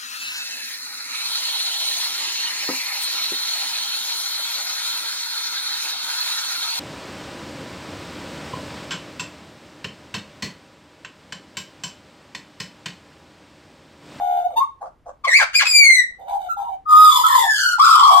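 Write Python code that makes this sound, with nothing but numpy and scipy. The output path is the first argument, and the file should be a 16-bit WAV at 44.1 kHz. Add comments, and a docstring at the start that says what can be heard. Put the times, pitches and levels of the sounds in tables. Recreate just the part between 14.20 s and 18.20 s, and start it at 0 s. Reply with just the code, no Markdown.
"""Magpies on a walled porch

One bird flutes softly and clucks; another breaks in with squeals, squawks and a falling whistle.
Soft warbles follow, then loud rough carols, a wail above them and a closing duet, over a faint rumble.
Each voice is a fluttering syrinx tone with raspy overtones coloured by the throat; the porch walls answer it."""
import sys
import numpy as np
from scipy import signal
from scipy.fft import rfft, irfft, next_fast_len
from scipy.io import wavfile
from scipy.ndimage import uniform_filter1d, minimum_filter1d, map_coordinates

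SR = 44100
rng = np.random.default_rng(int(sys.argv[2]) if len(sys.argv) > 2 else 0)


def wrap_up_sound(samples):
    """Save the sound to the file named by the first command line argument, as 16-bit audio."""
    columns = np.atleast_2d(samples).T
    # keep every value between -1 and 1, then stretch to whole-number steps
    tamed = np.clip(columns, -1, 1)
    steps = np.round(tamed * 32767).astype(np.int16)
    wavfile.write(sys.argv[1], SR, steps)


N = 176400
TOP_HZ = 15500

# NOTE tables, each row: start in s, length in s, start pitch in Hz, end pitch in Hz, tone level in dB,
# roughness, overtone level in dB re tone.
# CONTOUR tables, each row: time in s, pitch in Hz, tone level in dB, roughness, overtone level in dB re tone.
# THROAT tables, each row: frequency in Hz, overtone gain in dB.
# WAY tuples, manner of a voice: phase flutter in rad per unit roughness, flutter rate in knots/s,
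# loudness flutter per unit roughness, half the rasp gain, rasp offset at zero roughness, tone half width in Hz.
# PERCH tuples: left over right in dB, left lag in ms, stretch of the wall delays.

# Throat with the bill nearly shut. Each row: frequency in Hz, overtone gain in dB.
SOFT_THROAT = [(1450, 11.5), (1800, -11.5), (2200, 4), (2550, -10.5), (3050, 5.5), (3300, -7.5), (3650, 11),
               (4100, -12), (4600, -5), (5200, -15), (6500, -3), (7400, -14), (8500, -3), (10400, -24),
               (11700, -1.5), (13000, -10.5), (15000, -14)]
# Manner of the soft notes and of the harsh ones, columns as in WAY above.
FLUTE_WAY = (.9, 280, .3, 0.089, .27, 290)
HARSH_WAY = (1.04, 480, 0.49, 0.26, .27, 490)
FLUTE_PERCH = (-1.2, -0.07, 1.1)


def amp(db):
    """Decibels to gain."""
    return 10 ** (np.asarray(db) / 20)


def unit(x):
    """Scale to rms 1."""
    return x / np.sqrt(np.mean(x ** 2) + 1e-20)


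def along(points, hz):
    """Interpolate (Hz, value) points on a log frequency axis."""
    point_hz, values = np.transpose(points)
    return np.interp(np.log(hz + 1), np.log(point_hz + 1), values)


def filtered(x, response):
    """Multiply the spectrum of x by a response of frequency."""
    n = x.shape[-1]
    size = next_fast_len(n + SR // 10)
    return irfft(rfft(x, size) * response(np.fft.rfftfreq(size, 1 / SR)), size)[..., :n]


def wobble(n, rate):
    """Smooth random curve, rate knots a second."""
    knots = rng.standard_normal(SR // 10)
    return map_coordinates(knots, [np.arange(n) * rate / SR], mode="wrap")


def patchy(x, depth_db):
    """Uneven grain: each band flares and fades on its own."""
    z = signal.stft(x, nperseg=256)[2]
    field = rng.standard_normal((len(z), N // 128 + 2))
    field = uniform_filter1d(field, size=4, axis=0)
    field = unit(uniform_filter1d(field, size=5, axis=1))
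    return signal.istft(z * amp(depth_db * field[:, :z.shape[1]]), nperseg=256)[1][:len(x)]


def call(rows, throat, way):
    """One call: fluttering syrinx tone plus harmonics and pulsed rasp, filtered by the throat."""
    attack_s, release_s = .018, 0.0056
    trill_hz, trill_depth, trill_drift_rad = 71.7, 0.48, 1
    grain_db, patch_db = 2, 5  # per unit roughness
    flutter_rad, flutter_rate, shake, half_rasp, steady, width_hz = way
    s, *columns = np.transpose(rows)
    first = int(max(s[0] - attack_s / 2, 0) * SR)
    t = np.arange(first, int((s[-1] + release_s / 2) * SR)) / SR
    n = len(t)
    hz, db, rough, over_db = [np.interp(t, s, column) for column in columns]

    glide = 2 * np.pi * np.cumsum(hz) / SR
    jitter = flutter_rad * rough * wobble(n, flutter_rate)
    phase = glide + jitter

    # a rough voice pulses unevenly
    trill_phase = 2 * np.pi * trill_hz * t + trill_drift_rad * wobble(n, trill_hz)
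    trill = trill_depth * np.sin(trill_phase)
    pulsing = 1 + rough * (trill + shake * wobble(n, flutter_rate))

    # limit the tone's sidebands at baseband, then return it to pitch
    baseband = pulsing * np.array([np.cos(jitter), np.sin(jitter)])
    a, b = filtered(baseband, lambda f: 1 / (1 + (f / width_hz) ** 4))
    tone = unit(a * np.sin(glide) + b * np.cos(glide))

    top_harmonic = int(TOP_HZ / hz.min())
    stack = sum(np.sin(k * phase) * (k * hz < TOP_HZ) for k in range(2, top_harmonic + 1))
    rasp = 2 * half_rasp * (steady + rough) * rng.standard_normal(N)[:n] * (1 + np.cos(phase))
    buzz = unit(stack) + rasp

    def shaped(points):
        """Throat colour, with a steep cut below the mean pitch."""
        def response(f):
            return amp(along(points, f)) / (1 + (0.92 * hz.mean() / (f + 1)) ** 10)
        return unit(filtered(buzz, response))

    # crossfade from the first gain column to the last
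    shape = np.array(throat)
    closing = np.linspace(0, 1, n)
    overtones = (1 - closing) * shaped(shape[:, [0, 1]]) + closing * shaped(shape[:, [0, -1]])
    overtones = patchy(overtones, patch_db * rough.mean())
    bursts = amp(grain_db * rough * wobble(n, 2 * trill_hz))
    overtones = unit(pulsing * overtones * bursts)

    rise = (t - s[0]) / attack_s + .5
    fall = (t[-1] - t) / release_s
    gate = np.sin(np.pi / 2 * np.clip(np.minimum(rise, fall), 0, 1)) ** 2
    voice = gate * amp(db) * (tone + amp(over_db) * overtones)
    return np.pad(voice, (round(t[0] * SR), N))[:N]


def notes(table, throat, way):
    """Short calls that glide straight from one pitch to another."""
    total = 0
    for start_s, length_s, hz_1, hz_2, db, rough, over_db in table:
        rows = [(start_s, hz_1, db, rough, over_db), (start_s + length_s, hz_2, db, rough, over_db)]
        total = total + call(rows, throat, way)
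    return total


def porch(x, perch):
    """A source at its perch: direct sound, early wall answers and a short decaying noise tail."""
    # Near walls and floor. Each row: delay to left ear in ms, to right ear in ms (before stretch), gain in dB.
    near_walls = [(2.3, 2.6, -14), (4.9, 5.4, -9.5), (7.7, 9.3, -6), (12.6, 14, -8), (17.9, 19.1, -8.5)]
    # Tail decay. Each row: frequency in Hz, t60 in s.
    decay = [(500, 0.15), (1300, 0.29), (3500, 0.26), (9000, 0.23), (15000, 0.065)]
    tail_db, lowest_hz = -4, 484.4
    pan_db, lag_ms, stretch = perch
    sides = np.array([[.5], [-.5]])

    def late(f, ms):
        return np.exp(-2j * np.pi * f * ms / 1000)

    def answers(f):
        return sum(amp(db) * late(f, stretch * np.array([[left_ms], [right_ms]]))
                   for left_ms, right_ms, db in near_walls)

    x = filtered(x, lambda f: 1 / (1 + (lowest_hz / (f + 1)) ** 10))
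    near = filtered(x, lambda f: amp(pan_db * sides) * (late(f, sides * lag_ms) + answers(f)))
    hz, t, z = signal.stft(rng.standard_normal((2, SR // 2)), SR, nperseg=256)
    tail = signal.istft(z * amp(-60 * t / along(decay, hz)[:, None]), SR, nperseg=256)[1]
    tail = tail / np.linalg.norm(tail[0])
    return near + amp(tail_db) * signal.fftconvolve(x[None], tail, axes=1)[:, :N]


def rustle():
    """Inaudibly faint tail of a high rustle: coloured noise, already nearly decayed at time zero."""
    # Envelope: start in s, rise in s, t60 in s, peak level in dB.
    envelope = (-1.14, 0.33, 0.86, -57.5)
    # Each row: frequency in Hz, gain in dB.
    colour = [(2000, -32), (6200, 5), (15000, -4.5)]
    start_s, rise_s, t60_s, peak_db = envelope
    t = np.arange(N) / SR - start_s
    level = np.clip(t / rise_s, 0, 1) * amp(-60 * np.maximum(t - rise_s, 0) / t60_s)
    noise = unit(filtered(rng.standard_normal(N), lambda f: amp(along(colour, f))))
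    return porch(amp(peak_db) * level * noise, FLUTE_PERCH)


def air():
    """Faint outdoor rumble: coloured noise, nearly the same on both sides."""
    # Each row: frequency in Hz, gain in dB.
    colour = [(25, -8), (45, 1.5), (150, -12), (600, -18.5), (5000, -41), (15000, -54)]
    level_db, side_db = -58, -12
    mid, side = unit(filtered(rng.standard_normal((2, N)), lambda f: amp(along(colour, f))))
    return amp(level_db) * (mid + amp(side_db) * np.array([side, -side]))


def fluter():
    """Soft fluting with the bill nearly shut, and two harsher clucks with few high overtones."""
    # Fluting and clucks, columns as in NOTE above.
    flutes = [(-.02, 0.25, 726.5, 708, -29.5, 0.32, -20.5), (-.02, 0.22, 804, 788.4, -27.5, 0.34, -29),
              (.243, 0.02, 728, 732, -19.5, 0.11, -27.5), (.28, .07, 743, 607, -35, 1.1, -24),
              (.366, 0.024, 902, 927, -15, 0.15, -18.5), (.403, 0.031, 1067, 1097, -18, 0, -32.5)]
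    clucks = [(.612, 0.062, 821, 604, -35.5, 1.2, -7), (.862, 0.036, 700, 559.5, -35, 0.9, -12)]
    # Each row: frequency in Hz, overtone gain in dB.
    cluck_throat = [(1200, 6), (2300, -35), (7300, -25), (15000, -51)]
    voice = notes(flutes, SOFT_THROAT, FLUTE_WAY) + notes(clucks, cluck_throat, HARSH_WAY)
    return porch(voice, FLUTE_PERCH)


def squealer():
    """Open-billed squeals that break down into squawks, then a long falling whistle."""
    # Harsh falling notes, columns as in NOTE above.
    squawks = [(1.045, 0.012, 1182, 1020, -20.5, 0.25, -9.5), (1.068, 0.021, 697, 633, -28, 0.5, -9),
               (1.192, 0.043, 1133, 607.4, -26, 0.5, -0.5), (1.338, 0.011, 1500, 1607, -28, 0.9, 5),
               (1.398, 0.036, 1644, 757.4, -26, 0.5, 4.5), (1.45, 0.027, 1210, 1210, -41, 0.6, 16)]
    # Two squeals and the whistle, columns as in CONTOUR above.
    squeals = [
        [(1.074, 2271, -19, 0.1, -18), (1.083, 2027, -13.5, 0.15, -18), (1.1, 1901, -25.5, 0.7, -11),
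         (1.125, 1864, -15, 0.6, -13), (1.148, 2191, -9.5, 0.1, -13.5), (1.165, 2355, -9.5, 0.3, -11),
         (1.186, 2299, -19, 0.9, -9.5), (1.198, 1746, -20.5, .9, -10.5), (1.215, 1579, -16.5, 0.5, -17.5),
         (1.232, 1437, -21.5, 0.8, -9)],
        [(1.347, 2320, -29.5, 0, 4.5), (1.355, 2387, -13, 0.2, -3.5), (1.375, 2493, -22.5, 0.1, 6),
         (1.391, 2318, -15, 0.3, -8.5), (1.405, 1858, -23.5, 0.9, -10), (1.425, 1459, -22.5, 0.6, -12.5)],
    ]
    whistle = [(1.455, 2440, -21, 0.77, -8.5), (1.5, 2467, -28.5, 0, 10.5), (1.53, 2392, -26.5, 0, 4),
               (1.56, 2373, -9, 0.06, -2), (1.61, 2311, -11.5, 0, -9), (1.65, 2201, -8.5, 0.02, -8.5),
               (1.7, 2088, -6.5, 0, -16), (1.75, 2039, -20.5, .08, -4.5), (1.79, 1989, -13, 0.11, -13.5),
               (1.84, 1875, -26, 0.05, -21.5)]
    # Each row: frequency in Hz, overtone gain in dB.
    squeal_throat = [(4900, 4.5), (6000, -0.5), (8000, 0.5), (10000, -12.5), (15000, -17.5)]
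    squawk_throat = [(2300, 6), (3200, 0), (4800, -0.5), (10000, -23)]
    # Manners, columns as in WAY above.
    squeal_way = (1.2, 460, 0.28, .14, .03, 710)
    whistle_way = (1.8, 460, .35, 0.0081, .27, 500)
    voice = sum(call(rows, squeal_throat, squeal_way) for rows in squeals)
    voice = voice + notes(squawks, squawk_throat, HARSH_WAY)
    voice = voice + call(whistle, squeal_throat, whistle_way)
    return porch(voice, (3.8, -.11, 0.72))


def warbler():
    """A second bird's soft warble: short gliding tones with the nearly shut bill's colour."""
    # Warbled notes, columns as in NOTE above.
    warbles = [(1.99, 0.077, 786, 772, -41, .7, -27), (1.99, 0.081, 493, 593.4, -47, 1, -20.5),
               (2.075, 0.088, 796, 859, -29, 1, -21.5), (2.125, 0.049, 810, 786, -21, 0.01, -39),
               (2.19, .09, 781, 732, -33, 0.5, -20), (2.292, 0.036, 1369, 1311, -24, 0.2, -26.5),
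               (2.37, .06, 814, 789.4, -25.5, 0.07, -31), (2.37, .12, 896, 952, -33.5, 0.5, -26.5),
               (2.485, 0.065, 792, 758, -29.5, .4, -31), (3.04, 0.02, 1297, 1294, -7.5, 0.2, -41),
               (3.235, 0.037, 799, 785, -22, 0.2, -31), (3.6, 0.013, 1156, 1205, -2.5, 0.1, -29.5),
               (3.9, 0.18, 685, 728, -25, 0.4, -23.5), (3.91, 0.077, 767.3, 798, -17.5, 0.3, -13.5)]
    return porch(notes(warbles, SOFT_THROAT, FLUTE_WAY), (-1.5, 0.25, 1.1))


def caroller():
    """Loud carols: overlapping, mostly falling tones roughened by flutter and rasp."""
    # Three carols, columns as in CONTOUR above.
    carols = [
        [(2.66, 1244, -29, .1, -44.5), (2.7, 1242, -20.5, 0.49, -22), (2.745, 1231, -7, 0.2, -27),
         (2.78, 1254, -6.5, 0, -20.5), (2.86, 1251, -7, 0.4, -14), (2.91, 1198, -18, .8, -11),
         (2.96, 1102, -19, 0.8, -5), (3, 982, -15.5, 0.5, -11.5), (3.035, 1023, -26, 1, -9)],
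        [(2.695, 1050, -32.5, .8, -8), (2.75, 1006, -32, 0.8, -4), (2.89, 1062, -37, .9, -0.5),
         (2.925, 1040, -23, .6, -8.5), (3, 951, -25, 0.2, -13.5)],
        [(3.04, 1058, -25, 1, -4.5), (3.1, 1041, -17, 0.4, -11), (3.145, 1036, -13, 0.5, -14),
         (3.195, 933, -16.5, .5, -9.5), (3.25, 912, -25.5, 0.6, -7.5), (3.29, 903, -29.5, 0.4, -15.5)],
    ]
    # Each row: frequency in Hz, overtone gain in dB.
    throat = [(1900, -10), (2450, -10), (2750, -16), (3150, -1), (3480, 15), (3950, -11), (4200, -3.5),
              (4500, -10.5), (5000, 3), (5500, -9), (5950, -37.5), (6400, -9.5), (6900, 4), (7700, -10),
              (8600, 0), (9250, -41.5), (9800, -14), (10700, -6), (12000, -5.5), (13300, -2),
              (13900, -17.5), (15500, -16.5)]
    # Manner, columns as in WAY above.
    way = (1.3, 190, 0.58, 0.28, 0.36, 320)
    return porch(sum(call(rows, throat, way) for rows in carols), (1.4, .23, 1.05))


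def wailer():
    """A long wail above the carols: one fluttering tone that rises briefly, then falls."""
    # Columns as in CONTOUR above.
    wail = [(3.085, 1870, -35.5, 0.4, -16.5), (3.125, 1776, -24.5, 0.8, -16.5), (3.165, 1835, -36, 1, -3.5),
            (3.2, 2009, -32.5, 0.6, -4.5), (3.24, 1829, -30, .5, -7.5), (3.3, 1733, -16, 0.15, -13.5),
            (3.36, 1651, -28.5, 0.8, -0.5), (3.42, 1544, -23.5, 0.7, -3), (3.46, 1476, -15, .3, -14.5),
            (3.51, 1438, -27, 0.8, -3), (3.56, 1388, -17, 0.2, -25.5)]
    # Each row: frequency in Hz, overtone gain in dB.
    throat = [(2300, -22.5), (3100, 7), (3700, -10.5), (4200, 6), (4800, 8), (5400, 0.5), (6000, -1),
              (7000, -0.5), (9000, -9), (13200, -9.5), (15000, -26)]
    # Manner, columns as in WAY above.
    way = (1.25, 280, .45, 0.17, .3, 310)
    return porch(call(wail, throat, way), (0.71, -.12, .9))


def duet():
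    """Two birds carol together; their overtone colour shifts as the bills close."""
    # One contour per bird, columns as in CONTOUR above.
    birds = [
        [(3.588, 900, -19.5, 1.4, -17), (3.615, 1251, -5.5, 0.8, -11.5), (3.65, 1336, -15, 0.9, -8),
         (3.74, 1260, -8.5, 1.1, -9), (3.8, 1155, -15, 0.7, -17), (3.9, 1145, -10.5, 0.8, -16.5),
         (4, 1095, -12, 0.5, -12.5)],
        [(3.65, 1200, -8.5, 0.6, -10.5), (3.75, 1111, -19.5, 1.1, -11.5), (3.84, 1001, -18.5, 1, -8.5),
         (3.92, 964.6, -21.5, 1, -12.5), (4, 961, -23.5, 1, -4)],
    ]
    # Each row: frequency in Hz, overtone gain at the start in dB, at the end in dB.
    throat = [(2000, -6, -9), (2470, -5, -18.5), (2820, -9, -9.5), (3220, 8.5, 8), (3450, 3, 12),
              (3900, -1.5, -7), (4300, 0, -5.5), (5300, 6.5, 3), (6200, -11.5, -18), (7300, -5, -5.5),
              (9800, -14.5, -15), (15500, -19, -15.5)]
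    # Manner, columns as in WAY above.
    way = (1.37, 200, 0.71, 0.14, .2, 560)
    return porch(sum(call(rows, throat, way) for rows in birds), (1, -0.11, 1.3))


def scene():
    """All the birds over the background."""
    return rustle() + air() + fluter() + squealer() + warbler() + caroller() + wailer() + duet()


def record(dry):
    """Limit the loudest peaks, fade the end briefly and cut everything above the band limit."""
    ceiling, limit_s, fade_s = .95, .004, .006
    size = int(limit_s * SR)
    peak = np.abs(dry).max(axis=0)
    gain = minimum_filter1d(ceiling / np.maximum(peak, ceiling), 2 * size)
    gain = uniform_filter1d(uniform_filter1d(gain, size), size)
    fade = np.sin(np.pi / 2 * np.minimum(np.arange(N)[::-1] / (fade_s * SR), 1)) ** 2
    return filtered(fade * dry * gain, lambda hz: hz < TOP_HZ)


dry = scene()
out = record(dry)
wrap_up_sound(out)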